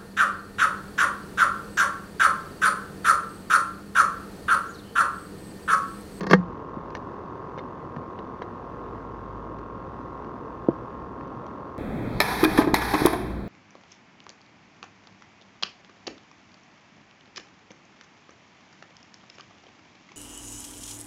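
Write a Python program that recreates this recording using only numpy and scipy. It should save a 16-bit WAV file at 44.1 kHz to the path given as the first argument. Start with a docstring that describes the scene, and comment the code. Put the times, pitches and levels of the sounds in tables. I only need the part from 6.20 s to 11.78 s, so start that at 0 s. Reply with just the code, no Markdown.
"""On a rock beside a river, a small battery air pump hums throughout and feeds a big plastic water bottle.
At once hands knock and scrape the bottle: its thin wall snaps, crackles, rings and booms in decaying modes.
Light taps and a few soft bumps close to the microphone follow now and then, each a set of short modes.
Valve strokes ring the pump case and shaped noise makes the river, all the way through.
A faint low drone, a tone and its octave, sinks away near 1 s, swells near 3 s, then climbs in pitch."""
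import sys
import numpy as np
from scipy import signal
from scipy.fft import rfft, irfft
from scipy.io import wavfile
from scipy.ndimage import uniform_filter1d, minimum_filter1d

SR = 44100
rng = np.random.default_rng(int(sys.argv[2]) if len(sys.argv) > 2 else 0)


def dump(signal):
    """Clip the signal to [-1, 1] and save it as 16-bit WAV at the path in sys.argv[1]."""
    limited = np.clip(np.atleast_2d(signal).T, -1, 1)
    pcm = np.round(limited * 32767).astype(np.int16)
    wavfile.write(sys.argv[1], SR, pcm)


N = 246078
TIME = np.arange(N) / SR


def gain_of(db):
    """Decibels to an amplitude factor."""
    return 10 ** (np.asarray(db) / 20)


def evened(x):
    """Scales to an rms of one."""
    return x / np.sqrt(np.mean(x ** 2) + 1e-20)


def read(points, hz):
    """Reads a spectrum along a logarithmic frequency axis."""
    f, value = np.transpose(points)
    return np.interp(np.log(hz + 1), np.log(f), value)


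def curve(points):
    """Joins (seconds, value) points by straight lines over the whole scene."""
    s, value = np.transpose(points)
    return np.interp(TIME, s, value)


def add(mix, s, sound):
    """Mixes a sound in at a time in seconds."""
    part = mix[max(round(s * SR), 0):][:len(sound)]
    part += sound[:len(part)]


def noise(spectrum, size):
    """Noise with a given spectrum and an rms of one."""
    white = rfft(rng.standard_normal(size))
    shape = gain_of(read(spectrum, np.fft.rfftfreq(size, 1 / SR)))
    return evened(irfft(white * shape, size))


def decay(t, t60):
    """An exponential fade that falls by 60 dB in t60 seconds."""
    return np.exp(-np.log(1000) * t / t60)


def ring(t, hz, t60):
    """One dying mode of a struck body."""
    return np.sin(2 * np.pi * hz * t) * decay(t, t60)


def low_cut(x, hz):
    """Takes away the deep bass that a small body cannot radiate."""
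    return signal.sosfilt(signal.butter(4, hz, "high", fs=SR, output="sos"), x)


# Spectrum of the water beside the rock. Each row: frequency in Hz, relative level in dB per Hz.
RIVER_SPECTRUM = [(15, -22.5), (30, -15), (42, -15.5), (70, -2), (110, -1.5), (230, -1.5), (310, 0.5),
                  (520, -3), (620, -8.5), (1050, -9.5), (1400, -18), (2100, -27.5), (2300, -33.5),
                  (2900, -35), (3500, -40), (6200, -46), (7200, -53), (7800, -59.5), (15500, -63)]
RIVER_DB = -39  # rms level of the whole river


def river(patchy_db=1.0, swell_db=.5):
    """A steady, dull rush of churning water, with short patches of gurgle; its hiss swells a little."""
    hz, _, z = signal.stft(rng.standard_normal(N), SR, nperseg=1024, noverlap=768)
    patches = uniform_filter1d(rng.standard_normal(z.shape), size=6, axis=0)
    patches = evened(uniform_filter1d(patches, size=8, axis=1))
    swell = evened(uniform_filter1d(rng.standard_normal(z.shape[1]), size=50))
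    swell = swell * np.minimum(hz / 1500, 1)[:, None]  # weaker in the bass
    z = z * gain_of(read(RIVER_SPECTRUM, hz)[:, None] + patchy_db * patches + swell_db * swell)
    _, water = signal.istft(z, nperseg=1024, noverlap=768)
    return gain_of(RIVER_DB) * evened(water[:N])


# The low drone behind it all. Each row: time in seconds, level of its lower tone in dB.
DRONE_LEVEL = [(0, -50), (.7, -55), (1, -76), (2, -71), (2.3, -55), (3.05, -45.5), (3.65, -51),
               (3.9, -49.5), (4.2, -56), (4.65, -52), (5.58, -57.5)]
# it holds its pitch, then climbs at a steady rate
DRONE_HZ, CLIMB_FROM_S, CLIMB_HZ_PER_S = 51.7, 3.1, 6.9


def drone(waver=0.18, octave_db=-4):
    """A faint low tone and its octave waver in level, hold their pitch and then climb slowly."""
    hz = DRONE_HZ + CLIMB_HZ_PER_S * np.maximum(TIME - CLIMB_FROM_S, 0)
    angle = 2 * np.pi * np.cumsum(hz) / SR
    flutter = 1 + waver * evened(uniform_filter1d(rng.standard_normal((2, N)), size=5000))
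    tone = flutter[0] * np.sin(angle)
    octave = gain_of(octave_db) * flutter[1] * np.sin(2 * angle)
    return gain_of(curve(DRONE_LEVEL)) * np.sqrt(2) * (tone + octave)


# Speed of the pump on its rock. Each row: time in seconds, mean speed in turns a second.
PUMP_SPEED = [(0.2, 42.58), (0.5, 42.66), (0.67, 42.29), (1.0, 42.35), (1.27, 42.59), (1.43, 42.22),
              (1.88, 42.61), (2.04, 42.32), (2.29, 42.53), (2.45, 42.42), (2.88, 42.77), (3.04, 42.39),
              (3.58, 42.74), (3.72, 42.68), (4.01, 42.92), (4.16, 42.47), (4.7, 42.51), (5.0, 42.81),
              (5.26, 42.85), (5.46, 42.44)]
# Modes of the pump case. Each row: frequency in Hz, t60 in seconds, relative level in dB at the
# intake stroke, relative level in dB at the exhaust stroke.
CASE_MODES = [(283.5, 0.18, -33, -20), (407, 0.12, -27, -30.5), (827, 0.019, -22.5, -22.5),
              (949.5, 0.021, 3, -9), (1075.3, 0.032, -0.5, 3.5), (1241, 0.072, -11.5, -14),
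              (1367.5, 0.131, -17, -26), (1552, 0.043, -15, -29), (1727, 0.023, -20, -17),
              (2150, 0.0065, -30, -39.5), (2620, 0.014, -20.5, -37.5), (3500, 0.015, -24.5, -39.5),
              (4500, 0.019, -31.5, -38), (5860, 0.0059, -31.5, -36)]
PUMP_DB = -36  # gain on all the case modes
EXHAUST_TURN = .684  # part of a turn from intake to exhaust
SPEED_WAVER = 0.022  # the motor never runs quite evenly (turns a second, rms)


def pump(uneven_db=-0.3, jitter_s=.00001, mode_scatter=0.18, close_s=0.00045):
    """Two valve strokes a turn ring the case; no two strokes are quite alike."""
    waver = SPEED_WAVER * evened(uniform_filter1d(rng.standard_normal(N), size=4000))
    turns = np.cumsum(curve(PUMP_SPEED) + waver) / SR
    t, out = TIME[:SR // 16], np.zeros(N)
    soft = 1 - np.exp(-t / close_s)  # the rubber flaps close softly
    for stroke, offset in enumerate([0, EXHAUST_TURN]):
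        at = np.flatnonzero(np.diff(np.floor(turns - offset)))
        strength_db = uneven_db * rng.standard_normal(len(at))
        jitter = np.round(jitter_s * SR * rng.standard_normal(len(at))).astype(int)
        at = np.clip(at + jitter, 0, N - 1)
        for k, (hz, t60, *stroke_db) in enumerate(CASE_MODES):
            scatter = 1 + mode_scatter * rng.standard_normal(len(at))
            clicks = np.zeros(N)
            clicks[at] = gain_of(stroke_db[stroke] + strength_db) * scatter
            out += (-1) ** k * signal.oaconvolve(clicks, soft * ring(t, hz, t60))[:N]
    return gain_of(PUMP_DB) * out


# Modes of the body that is bumped close by. Each row: frequency in Hz, relative level in dB, t60 in seconds.
BUMP_MODES = [(142.7, -19.5, 0.14), (255, -9.5, 0.0147), (343, -8.5, 0.044), (495, -6, 0.01784),
              (667, -25, 0.095), (934, -18.5, 0.02), (1380, -6.5, 0.01)]


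def bump(db, contact_ms):
    """A soft push into a well damped body: the longer the contact, the duller the thud."""
    t = TIME[:SR // 4]
    push = np.sin(np.pi * np.minimum(t * 1000 / contact_ms, 1)) ** 2
    body = sum(gain_of(mode_db) * ring(t, hz, t60) for hz, mode_db, t60 in BUMP_MODES)
    thud = signal.fftconvolve(body, push / push.sum())[:len(t)]
    return gain_of(db) * low_cut(thud, hz=182.0)


# band of the rasp: centre in Hz, octaves from there to a gain of 1/e; mean count of slips a second
SCRAPE_HZ, SCRAPE_OCTAVES, SLIPS_PER_S = 4620, 0.33, 5000


def scrape(length, db):
    """A finger sticks and slips on the plastic: a short, bright rasp of tiny clicks."""
    t = TIME[:round(length * SR)]
    slips = rng.standard_normal(len(t)) * (rng.random(len(t)) < SLIPS_PER_S / SR)
    octaves = np.log2(np.maximum(np.fft.rfftfreq(len(t), 1 / SR), 1) / SCRAPE_HZ)
    rasp = irfft(rfft(slips) * np.exp(-(octaves / SCRAPE_OCTAVES) ** 2), len(t))
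    return gain_of(db) * np.sin(np.pi * t / length) * evened(rasp)


# Modes of a small patch of the bottle wall. Each row: frequency in Hz, relative level in dB, full t60 in seconds.
WALL_MODES = [(506, 0.5, 0.033), (1010, 4.5, .02), (1637, -4, 0.02), (1860, -9.5, 0.036),
              (2170, -6.5, 0.019), (2880, -10.5, 0.013), (3218, -23.5, 0.029), (3560, -27, 0.03),
              (3820, -26.5, 0.02), (4173, -22, 0.032), (4920, -22, 0.011), (5830, -19, 0.012),
              (6540, -29.5, .009)]
# Crackle of the bottle wall, for taps and knocks. Each row: frequency in Hz, relative level in dB per Hz.
CRACKLE_SPECTRUM = [(100, -34), (400, -8.5), (900, -4), (1750, -5.5), (2400, -19), (3500, -21),
                    (4500, -18.5), (6000, -24.5), (7200, -30.5), (8100, -52), (9400, -33), (10300, -54),
                    (11300, -36), (13000, -48), (16000, -60)]
SPOT_T60 = 0.036  # full ring time of the touched spot (s)
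CLICK_TILT_DB = 1  # the click is brighter than the crackle (dB an octave)


def tap(db, tilt_db, spot_hz, spot_db, ring_share, top_hz, contact_s=.0001, click_db=-10, click_t60=0.036):
    """A sharp click rings a patch of wall and the touched spot's own note; the grip decides how long."""
    t = TIME[:SR // 8]
    patch = gain_of(spot_db) * ring(t, spot_hz, SPOT_T60 * ring_share)
    for k, (hz, mode_db, t60) in enumerate(WALL_MODES):
        level = gain_of(mode_db + tilt_db * np.log2(hz / 2000))
        patch = patch + (-1) ** k * level * ring(t, hz, t60 * ring_share)
    bright = [(hz, level + CLICK_TILT_DB * np.log2(hz / 2000)) for hz, level in CRACKLE_SPECTRUM]
    click = gain_of(click_db) * noise(bright, len(t)) * decay(t, click_t60)
    onset = 1 - np.exp(-(t / contact_s) ** 2)
    soft = signal.butter(3, top_hz, fs=SR, output="sos")
    return gain_of(db) * signal.sosfilt(soft, onset * (patch + click))


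# the boom starts sharp by this share, while the dent holds the wall taut (relaxing by 1/e in RELAX_S)
BOOM_HZ, BOOM_DB, TAUT_SHARE, RELAX_S = 170.3, -16.5, 0.205, .056
# it rings almost freely, until the hand closes on the wall: a drop of GRIP_DB, then a steeper fall
FREE_DB_PER_S, GRIP_AFTER_S, GRIP_S, GRIP_DB, HELD_EXTRA_DB_PER_S = 38, 0.0675, 0.0074, 8, 135


def boom(t):
    """The whole wall pumps in and out: its pitch sags as the dent relaxes, until the hand damps it."""
    hz = BOOM_HZ * (1 + TAUT_SHARE * np.exp(-t / RELAX_S))
    held = np.maximum(t - GRIP_AFTER_S, 0)
    fall_db = FREE_DB_PER_S * t + GRIP_DB * np.minimum(held / GRIP_S, 1) + HELD_EXTRA_DB_PER_S * held
    return gain_of(BOOM_DB - fall_db) * np.sin(2 * np.pi * np.cumsum(hz) / SR)


# Modes of the whole bottle. Each row: frequency in Hz, relative level in dB, t60 in seconds.
BOTTLE_MODES = [(171.7, -5.4, 0.11), (198, -4.5, 0.04), (227, -14, .023), (274, -12, .048),
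                (396, -2.5, 0.036), (479, -8.9, .079), (501, -7.5, 0.06), (689, -12, 0.028),
                (840, -24, 0.094), (932, -15.2, 0.03), (1149, -7.5, 0.043), (1222, -17, .049),
                (1467, -9.5, 0.018), (1636, -13, 0.043), (1720, -11, 0.043), (1860, -16.5, 0.084),
                (2130, -19.5, 0.04), (2690, -24, .028), (3200, -23, 0.023), (3670, -49, .02),
                (4370, -34, 0.078), (4500, -40, .055), (4851, -41, .06), (5440, -35, .03),
                (6130, -35, .028)]
CRACKLE_DB, PANEL_DB = -15.5, -18.5  # crackle and panel note within a knock


def knock(db, bass_db, treble_db, panel_hz, snap_t60=0.041, tail_db=-28, tail_t60=0.28, panel_t60=0.029):
    """The wall snaps and rings; a deep push wakes the low modes, a fingernail the high ones."""
    t = TIME[:SR // 2]
    touch = [(450, bass_db), (1100, 0.011), (2000, 0.011), (4500, treble_db)]  # (Hz, dB)
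    modes = gain_of(PANEL_DB) * ring(t, panel_hz, panel_t60) - gain_of(bass_db) * boom(t)
    for k, (hz, mode_db, t60) in enumerate(BOTTLE_MODES):
        modes = modes + (-1) ** k * gain_of(mode_db + read(touch, hz)) * ring(t, hz, t60)
    # the crackle dies fast, and lingers faintly in the hollow of the bottle
    fade = decay(t, snap_t60) + gain_of(tail_db) * decay(t, tail_t60)
    tint = gain_of(read(touch, np.fft.rfftfreq(len(t), 1 / SR)))
    crackle = irfft(rfft(noise(CRACKLE_SPECTRUM, len(t))) * tint, len(t)) * fade
    onset = 1 - np.exp(-(t / 0.00012) ** 2)
    return gain_of(db) * low_cut(onset * (modes + gain_of(CRACKLE_DB) * crackle), hz=110)


# Knocks on the bottle. Each row: start in seconds, strength in dB, extra bass in dB, extra treble in dB,
# pitch of the touched panel in Hz.
KNOCK_EVENTS = [(.008, -24, 5.5, 9.5, 1960), (0.032, -27, 5.5, 9, 1726), (0.0414, -29, 6, -1, 2100),
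                (0.0671, -21, 2, 7, 820), (0.0709, -28, 2, 0, 1200), (0.0985, -20.5, 2.5, 0, 1222),
                (0.1027, -26, -2, 3, 1476), (.110, -11.5, 3, 10.5, 1070), (0.1118, -14.5, -11, 1, 1520),
                (0.1145, -19, -3, -6, 2048), (0.1211, -29, -12, 4, 1022), (0.1324, 2, -3, -3, 1350),
                (0.138, -14, -15, -5, 1660)]
# Light taps on the wall. Each row: start in seconds, strength in dB, tilt in dB an octave, pitch of the
# touched spot in Hz, its relative level in dB, factor on the full ring times, top of the band in Hz.
TAP_EVENTS = [(.1352, -18.5, 1.5, 3190, -3, .55, 12000), (.154, -39, 1, 5600, -11, .9, 7500),
              (.704, -40, 2, 4870, -15, 0.48, 9000), (.751, -28, 3, 1760, -4, 1.27, 12000),
              (0.758, -49, 7, 4700, -3, 1.35, 7000), (0.7688, -39, 6, 6100, -18, 0.71, 12000),
              (1.377, -37.5, -5.5, 3200, -21, 0.75, 6000), (1.384, -39, 4.5, 3640, -10, 1.5, 6500),
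              (1.3905, -37.5, -4, 2120, -4, 0.98, 4000), (1.3925, -48, 6, 3590, 0.5, 1.2, 6000),
              (1.3955, -48, 5, 4300, -5, 0.82, 5500), (1.764, -37.5, -4.5, 1790, 1, 0.65, 5500),
              (1.989, -35, -2, 2890, -4, 0.45, 4000), (1.9918, -45, -3, 3840, 0, 0.36, 4600),
              (2.2195, -31.5, -3, 3220, -15, .85, 5440), (2.2225, -41.5, 5, 2060, -3.5, 1.3, 4500),
              (2.2265, -44, 2, 3900, -6, .8, 5000), (3.387, -45, 3, 5950, -20, 1, 7000),
              (4.0455, -44.5, 4, 4300, -16, .8, 5000), (5.01, -42.5, -5, 1810, 3, 0.64, 5000),
              (5.074, -53, 6, 6040, -7, .6, 7500), (5.265, -39.5, 6.5, 3200, -10.5, 0.37, 7000)]
# Fingers scraping along the wall. Each row: start in seconds, length in seconds, level in dB before the fades.
SCRAPE_EVENTS = [(0.01, 0.0137, -61), (0.04, 0.026, -67), (0.088, 0.0087, -47), (0.096, 0.015, -41),
                 (0.111, 0.028, -41.5)]
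# Soft bumps close by. Each row: start in seconds, strength in dB, contact time in milliseconds.
BUMP_EVENTS = [(0.569, -9, 3.7), (1.765, -2, 5.9), (1.776, 5, 8.4), (4.486, 2, 1.22)]


def handling():
    """Hands excite the bottle wall by knocks, light taps and scrapes; soft bumps land close by."""
    out = np.zeros(N)
    for play, events in [(bump, BUMP_EVENTS), (scrape, SCRAPE_EVENTS), (tap, TAP_EVENTS), (knock, KNOCK_EVENTS)]:
        for s, *touch in events:
            add(out, s, play(*touch))
    return out


def scene():
    """River, drone, pump and handling, in the open air and on one channel."""
    return (river() + drone() + pump() + handling())[None]


EDGE_HZ = 15800  # upper band limit


def record(dry):
    """A fast limiter holds the hardest knock at full scale; then the band limit."""
    room = minimum_filter1d(1 / np.maximum(abs(dry[0]), 1), size=129)
    held = dry * uniform_filter1d(uniform_filter1d(room, size=65), size=65)
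    band = signal.firwin(511, EDGE_HZ, window=("kaiser", 9), fs=SR)
    return signal.oaconvolve(held, band[None], "same")


dry = scene()
out = record(dry)
dump(out)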